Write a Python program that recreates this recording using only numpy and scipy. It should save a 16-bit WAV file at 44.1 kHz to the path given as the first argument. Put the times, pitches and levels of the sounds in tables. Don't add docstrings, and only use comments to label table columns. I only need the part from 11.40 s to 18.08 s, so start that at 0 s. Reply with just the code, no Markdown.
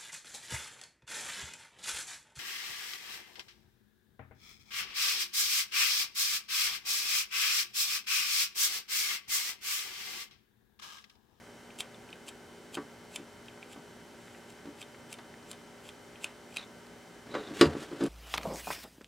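import sys
import numpy as np
from scipy import signal
from scipy.fft import rfft, irfft
from scipy.io import wavfile
from scipy.ndimage import uniform_filter1d

SR = 44100
rng = np.random.default_rng(int(sys.argv[2]) if len(sys.argv) > 2 else 0)


def transcribe(signal):
    frames = np.atleast_2d(signal).T
    limited = np.clip(frames, -1, 1)
    pcm = np.round(limited * 32767).astype(np.int16)
    wavfile.write(sys.argv[1], SR, pcm)


N = 294756
EVENT_T = np.arange(round(.3 * SR)) / SR


def gain_of(db):
    return 10 ** (np.asarray(db) / 20)


def unit_rms(x, size=None):
    return x / np.sqrt(np.mean(x[..., :size] ** 2) + 1e-20)


def value_at(points, hz):
    f, value = np.transpose(points)
    return np.interp(np.log(hz + 1), np.log(f + 1), value)


def add(mix, s, sound):
    part = mix[max(round(s * SR), 0):][:len(sound)]
    part += sound[:len(part)]


def coloured(x, colour):
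    gains = gain_of(value_at(colour, np.fft.rfftfreq(len(x), 1 / SR)))
    return unit_rms(irfft(rfft(x) * gains, len(x)))


def band(x, lo_hz, hi_hz):
    return unit_rms(signal.sosfilt(signal.butter(2, [lo_hz, hi_hz], "band", fs=SR, output="sos"), x))


def noise(size=len(EVENT_T)):
    return rng.standard_normal(size)


def decay(t60):
    return np.exp(-np.log(1000) * EVENT_T / t60)


def ring(modes, detune, weight_db=lambda hz: 0, in_step=False):
    out = 0
    for k, (hz, db, t60) in enumerate(modes):
        sign = 1 if in_step else (-1) ** k
        shifted_hz = hz * (1 + detune * rng.uniform(-0.92, 1))
        out += sign * gain_of(db + weight_db(hz)) * decay(t60) * np.sin(2 * np.pi * shifted_hz * EVENT_T)
    return out


def friction(size, grains_per_s, smooth):
    return noise(size) * (smooth + (rng.random(size) < grains_per_s / SR))


def uneven(size, depth_db):
    return gain_of(depth_db * unit_rms(uniform_filter1d(noise(size), size=400)))


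# frequency in Hz, relative level in dB.
FAN_AIR = [(20, -29), (45, -11.5), (110, -9.5), (300, -7), (480, -8.5), (700, -13), (900, -13.5),
           (1120, -16), (1600, -14), (2100, -19), (2700, -22), (4500, -24.5), (8000, -28), (16000, -40.5)]
# frequency in Hz, rms level in dB.
FAN_TONES = [(118, -71.5), (176, -71.5), (236.5, -62.5), (356, -69.5), (410.5, -64), (530, -76),
             (588, -67.5), (705, -75.5), (764.4, -72.5), (823, -74), (942, -71.5), (1357, -75),
             (1529, -71.5), (2062, -71.5), (2180, -76), (2945, -79), (3060, -71.5), (5475, -79.5),
             (5943, -77.5), (7181, -91), (7418, -81), (7827, -92), (8240, -82), (10239, -84.5)]
def fan():
    t = np.arange(N) / SR
    out = gain_of(-55.5) * coloured(noise(N), FAN_AIR)
    for hz, db in FAN_TONES:
        width_hz = 0.48 + hz * 0.0029
        drift = np.cumsum(noise(N)) * np.sqrt(2 * np.pi * width_hz / SR)
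        out += gain_of(db) * np.sqrt(2) * np.sin(2 * np.pi * hz * t + uniform_filter1d(drift, size=200))
    return out


# frequency in Hz, relative level in dB, t60 in seconds.
BODY_MODES = [(1450, -5.5, 0.011), (1986, -13.5, 0.041), (2415, 4.5, 0.019), (2680, 2.5, 0.011),
              (3110, 1.5, 0.025), (3590, -0.5, 0.034), (3680, 6, 0.012), (4300, -36, 0.0043)]
SPRING_MODES = [(4950, 6, 0.0063), (6300, 1, 0.012), (7380, -3.5, 0.032), (8790, -0.5, 0.02),
                (9020, -4, 0.0084), (10400, 0.5, 0.0057), (11050, -19, 0.0067), (13300, -6, .012)]
# frequency in Hz, relative level in dB.
TICK_COLOUR = [(200, -43), (900, 5.5), (1700, 0), (2600, 3), (4500, 9.5), (5600, -10.5), (8300, 5.5),
               (10500, 5), (12000, -19), (13500, -12), (16000, -16)]
def snap(body_db, tick_db, hz):
    attack = round(.004 * SR)
    tap = unit_rms(coloured(signal.unit_impulse(len(EVENT_T), idx=8), TICK_COLOUR), attack)
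    body = ring(BODY_MODES, detune=0.04, weight_db=lambda f: -13 * min(abs(f - hz) / 900, 1))
    spring = unit_rms(ring(SPRING_MODES, detune=0.023), attack)
    chatter = unit_rms(coloured(noise(), TICK_COLOUR) * (decay(0.019) + .09 * decay(.08)), attack)
    wash = band(noise(), 600, 2800) * (decay(0.21) - decay(0.069))
    body_and_wash = unit_rms(body, attack) + 0.065 * unit_rms(wash, 5 * attack)
    metal = 0.33 * tap + 0.48 * spring + 0.52 * chatter
    return gain_of(body_db) * body_and_wash + gain_of(tick_db) * metal


# start in seconds, level in dB, favoured ring in Hz.
STRAIN_TICKS = [(0.304, -52, 2730), (0.5447, -53, 3720), (.69, -53, 2610), (0.7282, -43, 2840),
                (2.083, -47.5, 2900), (2.228, -44.5, 2340), (4.757, -52.5, 2850), (5.125, -53.5, 2590)]
def strain_ticks(spring_db=-18):
    out = np.zeros(N)
    for s, db, hz in STRAIN_TICKS:
        add(out, s, snap(db, db + spring_db, hz))
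    return out


# frequency in Hz, relative level in dB.
WIPER_COLOUR = [(200, -11), (900, 1), (1900, -23), (2500, 6.5), (3500, -0.5), (4600, -5.5), (6300, -7.5),
                (7700, 2.5), (8600, -5.5), (9400, -11), (11300, -5.5), (12500, -19), (16000, -21)]
def wiper_scrape(run_up_s, swell_db=17, release_t60=0.051):
    t = EVENT_T - run_up_s
    push = gain_of(np.minimum(swell_db * t / run_up_s, -60 * t / release_t60))
    push *= uneven(len(t), depth_db=0.3)
    return push * coloured(friction(len(t), 2500, smooth=0.31), WIPER_COLOUR)


# snap time in seconds, body level in dB, metal tick in dB, favoured ring
# in Hz, scrape in dB, run-up in seconds, second touch's offset in seconds, its gain in dB.
DETENTS = [(0.405, -33.5, -34, 3130, -40.5, 0.024, -0.017, -11),
           (.889, -47.5, -46, 3360, -46, 0.028, -0.0076, -2),
           (1.352, -39.5, -39.5, 3030, -46, .03, -0.0077, -5),
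           (1.7597, -35, -35.5, 2940, -48.5, 0.053, 0.00091, -24),
           (2.331, -54, -64, 2980, -53, 0.048, 0.0092, -6), (3.103, -79, -55, 2970, -58, 0.034, .02, 2),
           (3.4156, -46, -47.5, 2610, -51.5, .045, 0.011, 0),
           (3.728, -45, -39.5, 2680, -50, 0.038, 0.012, -5),
           (4.1143, -47, -41, 3160, -52.5, .055, .0159, -5.5),
           (4.4899, -45, -52, 3000, -54, .085, -.037, -9),
           (4.843, -31, -34, 2700, -47.5, 0.039, -0.007, -16),
           (5.1691, -32.5, -36, 2570, -55, 0.089, -0.0067, -9),
           (6.6382, -55, -43.5, 2960, -48, 0.011, 0.025, 4)]
def detents(rebound_hz=3460):
    out = np.zeros(N)
    for s, body_db, tick_db, hz, scrape_db, run_up_s, offset_s, touch_db in DETENTS:
        add(out, s - run_up_s, gain_of(scrape_db) * wiper_scrape(run_up_s))
        add(out, s, snap(body_db, tick_db, hz))
        if offset_s < 0:
            touch = snap(body_db - 2.5, tick_db, hz)
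        else:
            touch = snap(body_db + 1, tick_db - 6, rebound_hz)
        add(out, s + offset_s, gain_of(touch_db) * touch)
    return out


# frequency in Hz, relative level in dB, t60 in seconds.
TABLE_MODES = [(152.2, -6, 0.34), (225.3, -4.5, 0.18), (286.8, 0, .14), (343.3, 5, 0.082), (383, -9, 0.15),
               (434, -1.5, 0.15), (512, -7, 0.14), (571, -4, 0.15)]
HOUSING_MODES = [(680, -4, .09), (765, -2, .06), (935, -6, .13), (1002, -5, .12), (1140, 2, .14),
                 (1274, -4, .1), (1530, -6, .1), (1595, -6, .09), (1760, -9, .09), (1915, -8, .08),
                 (2020, -8, .08)]
EDGE_MODES = [(2460, -6, .07), (2610, -5, .11), (2768, -1, .11), (2930, -1, .09), (3490, -2, .07),
              (3525, -2, .09), (3880, -.5, .08), (4120, -1, .08), (4545, -6, .08), (4841, -1, .1),
              (5090, -6, .08), (5330, -9, .09), (5960, -13, .09), (6520, -10, .07), (7010, -11, .09)]
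# frequency in Hz, relative level in dB.
RATTLE_COLOUR = [(1200, -50), (2200, 2.5), (3200, 3), (4000, 4.5), (5200, -9), (5900, -7), (7900, -9.5),
                 (10000, -18.5), (13000, -25), (16000, -36)]
def blow(thud_db, clack_db, crack_db, hz):
    attack = round(.02 * SR)
    rise_s = .0003 if clack_db > thud_db - 14 else .003
    onset = -np.expm1(-EVENT_T / rise_s)
    thud = ring(TABLE_MODES, detune=0.01, weight_db=lambda f: -12 * abs(np.log2(f / hz)), in_step=True)
    thud *= -np.expm1(-EVENT_T / 0.0022)
    rumble = band(noise(), 184, 500) * decay(0.34)
    thud = unit_rms(thud, attack) + .2 * unit_rms(rumble, attack)
    tilt_db = 1.1 * max(clack_db - thud_db + 8, 0)
    housing = ring(HOUSING_MODES, detune=0.0011, weight_db=lambda f: tilt_db * np.log2(f / 1000))
    burst = band(noise(), 590, 1620) * decay(0.073)
    clack = unit_rms(housing, attack) + 1.66 * unit_rms(burst, attack)
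    edges = ring(EDGE_MODES, detune=0.0014)
    rattle = coloured(noise(), RATTLE_COLOUR) * (1 / (1 + (EVENT_T / 0.0061) ** 4) + .11 * decay(0.12))
    crack = 0.7 * unit_rms(edges, attack) + unit_rms(rattle, attack)
    parts = (thud_db, thud), (clack_db, clack), (crack_db, crack)
    return sum(gain_of(db) * unit_rms(part * onset, attack) for db, part in parts)


# start in seconds, table thud in dB, housing
# clack in dB, edge crack in dB, favoured thud in Hz, second foot's delay in seconds, its gain in dB.
KNOCKS = [(1.371, -37.5, -42, -63, 323, 0.022, -15), (1.784, -48.5, -72, -69, 267, 0.017, -18),
          (2.361, -49, -58, -71, 255, 0.013, -23), (3.255, -47.5, -60.5, -65, 277, .0175, -1),
          (3.7851, -61, -52.5, -59, 330, .0175, -16), (5.941, -36.5, -43, -54, 507, 0.011, -27),
          (5.949, -37, -39, -50.5, 535, 0.016, -6), (6.097, -41.5, -64, -60, 288, .024, -10),
          (6.211, -14.5, -24.5, -24, 340, .0145, -24), (6.2536, -41, -42, -43, 425, 0.025, -16),
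          (6.351, -36, -49.5, -68, 298, 0.019, -15), (6.515, -40, -55, -70, 338, .035, -11),
          (6.6064, -30, -44.5, -51, 310, 0.018, -0.5), (6.653, -37, -48, -60, 280, .0175, -17)]
def knocks():
    out = np.zeros(N)
    for s, thud_db, clack_db, crack_db, hz, delay_s, second_db in KNOCKS:
        add(out, s, blow(thud_db, clack_db, crack_db, hz))
        add(out, s + delay_s, gain_of(second_db) * blow(thud_db, clack_db - 2, crack_db - 10, hz))
    return out


def finger_ticks(count=10, start_s=2.1, end_s=4.8, db=-56, spread_db=4.5):
    out, attack = np.zeros(N), round(.004 * SR)
    for k, (late, strength) in enumerate(rng.random((count, 2))):
        tick = unit_rms(band(noise(), 1290, 2370) * decay(0.029), attack)
        level = gain_of(db + spread_db * (2 * strength - 1))
        add(out, start_s + (end_s - start_s) * (k + late) / count, level * tick)
    return out


def wiper_creep(start_s=2.73, end_s=3.07, db=-66):
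    progress = np.clip((np.arange(N) / SR - start_s) / (end_s - start_s), 0, 1)
    return gain_of(db) * np.sin(np.pi * progress) * coloured(friction(N, 2500, smooth=.27), WIPER_COLOUR)


# start in seconds, length in seconds, level in dB,
# level change over the squeak in dB, starting pitch in Hz.
SQUEAKS = [(5.1727, .068, -41, -9, 3780), (5.916, .17, -53, 0.5, 3810)]
def squeaks(max_slips=16, slip_s=.0135, jitter=.25, spread_db=2.5, pitch_sag=0.045):
    out, t = np.zeros(N), EVENT_T - EVENT_T[-1] / 2
    for start, length, db, change_db, top_hz in SQUEAKS:
        for k, (late, strength) in enumerate(rng.uniform(-1, 1, (max_slips, 2))):
            grains = friction(len(t), 2400, smooth=0.3)
            delay = slip_s * (k + jitter * late)
            if delay < length:
                hz = top_hz * (1 - pitch_sag * delay / length)
                rasp = band(grains, .95 * hz, 1.05 * hz) + 0.64 * band(grains, 510, 3800)
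                level = gain_of(db + change_db * delay / length + spread_db * strength)
                add(out, start + delay + t[0], level * rasp * np.exp(-abs(t) / 0.004))
    return out


# frequency in Hz, relative level in dB.
RUB_COLOUR = [(150, -2.5), (300, 11), (800, -3.5), (1600, -5.5), (2500, -12.5), (4000, -15), (7000, -24),
              (16000, -45)]
GRIT_COLOUR = [(800, -9), (1500, 2.5), (3300, 5), (4600, -1), (5000, -2), (5500, -3), (7500, -2.5),
               (11000, -11), (16000, -23)]
# start and end in seconds, rub and grit in dB.
STROKES = [(5.853, 6.005, -45, -71), (5.995, 6.118, -45.5, -61), (6.133, 6.233, -42, -44.5),
           (6.22, 6.336, -45, -60.5), (6.357, 6.436, -45.5, -51.5), (6.471, 6.603, -48.5, -60),
           (6.587, 6.661, -50, -56)]
def hand_brush(attack_s=0.017, swell_db=7.5, release_t60=0.17):
    t, rub, grit = np.arange(N) / SR, 0, 0
    for start, end, rub_db, grit_db in STROKES:
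        press_db = np.minimum(swell_db * (t - end) / (end - start), -60 * (t - end) / release_t60)
        press = np.clip((t - start) / attack_s, 0, 1) * gain_of(press_db)
        rub += gain_of(rub_db) * press
        grit += gain_of(grit_db) * press
    rub *= coloured(friction(N, 1800, smooth=0.23), RUB_COLOUR)
    grit *= coloured(friction(N, 1500, smooth=0.47), GRIT_COLOUR)
    return uneven(N, depth_db=1.7) * (rub + grit)


# frequency in Hz, relative level in dB, t60 in seconds.
ROCKING_MODES = [(82, 0.5, 0.227), (143.4, -4, 0.26)]
def settle(start_s=6.256, db=-28.5, rise_s=0.032):
    out = np.zeros(N)
    rocking = ring(ROCKING_MODES, detune=.005, in_step=True) * (1 - decay(rise_s))
    add(out, start_s, gain_of(db) * rocking)
    return out


# frequency in Hz, t60 in seconds.
ROOM_T60 = [(200, 0.14), (1200, 0.17), (3500, 0.12), (8000, 0.11), (15000, 0.087)]
# frequency in Hz, relative level in dB.
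ROOM_COLOUR = [(100, -23), (400, -0.5), (1500, 4.5), (3000, 0), (8000, 2.5), (16000, 0.5)]
def room(x, wet_db, delay_s):
    hz, t, spectrum = signal.stft(noise(), SR, nperseg=256)
    spectrum *= gain_of(value_at(ROOM_COLOUR, hz))[:, None]
    spectrum *= np.exp(-np.log(1000) * t / value_at(ROOM_T60, hz)[:, None])
    tail = signal.istft(spectrum, SR, nperseg=256)[1][:len(EVENT_T)]
    tail *= np.clip(EVENT_T / delay_s - 1, 0, 1)
    return x + gain_of(wet_db) * signal.fftconvolve(x, tail / np.linalg.norm(tail))[:N]


# frequency in Hz, relative level in dB.
CAPSULE_HISS = [(30, -4), (300, 10.5), (1000, 4), (2500, -2), (6000, -9.5), (11000, -17), (13000, -39)]
def microphone(mid):
    side = gain_of(-19) * np.gradient(mid) + gain_of(-64) * coloured(noise(N), CAPSULE_HISS)
    return np.array([gain_of(1.18) * mid + side, gain_of(0.96) * mid - side])


def scene():
    switch = detents() + wiper_creep() + strain_ticks() + finger_ticks() + squeaks()
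    near = room(switch, wet_db=-13.0, delay_s=0.00079)
    far = room(knocks() + hand_brush(), wet_db=-12.5, delay_s=0.0042) + settle()
    return microphone(near + far + fan())


def record(dry, low_cut_hz=50, top_hz=16000):
    thin = signal.sosfilt(signal.butter(2, low_cut_hz, "high", fs=SR, output="sos"), dry)
    low_pass = signal.firwin(401, top_hz, window=("kaiser", 9), fs=SR)
    return signal.oaconvolve(thin, low_pass[None], "same")


dry = scene()
out = record(dry)
transcribe(out)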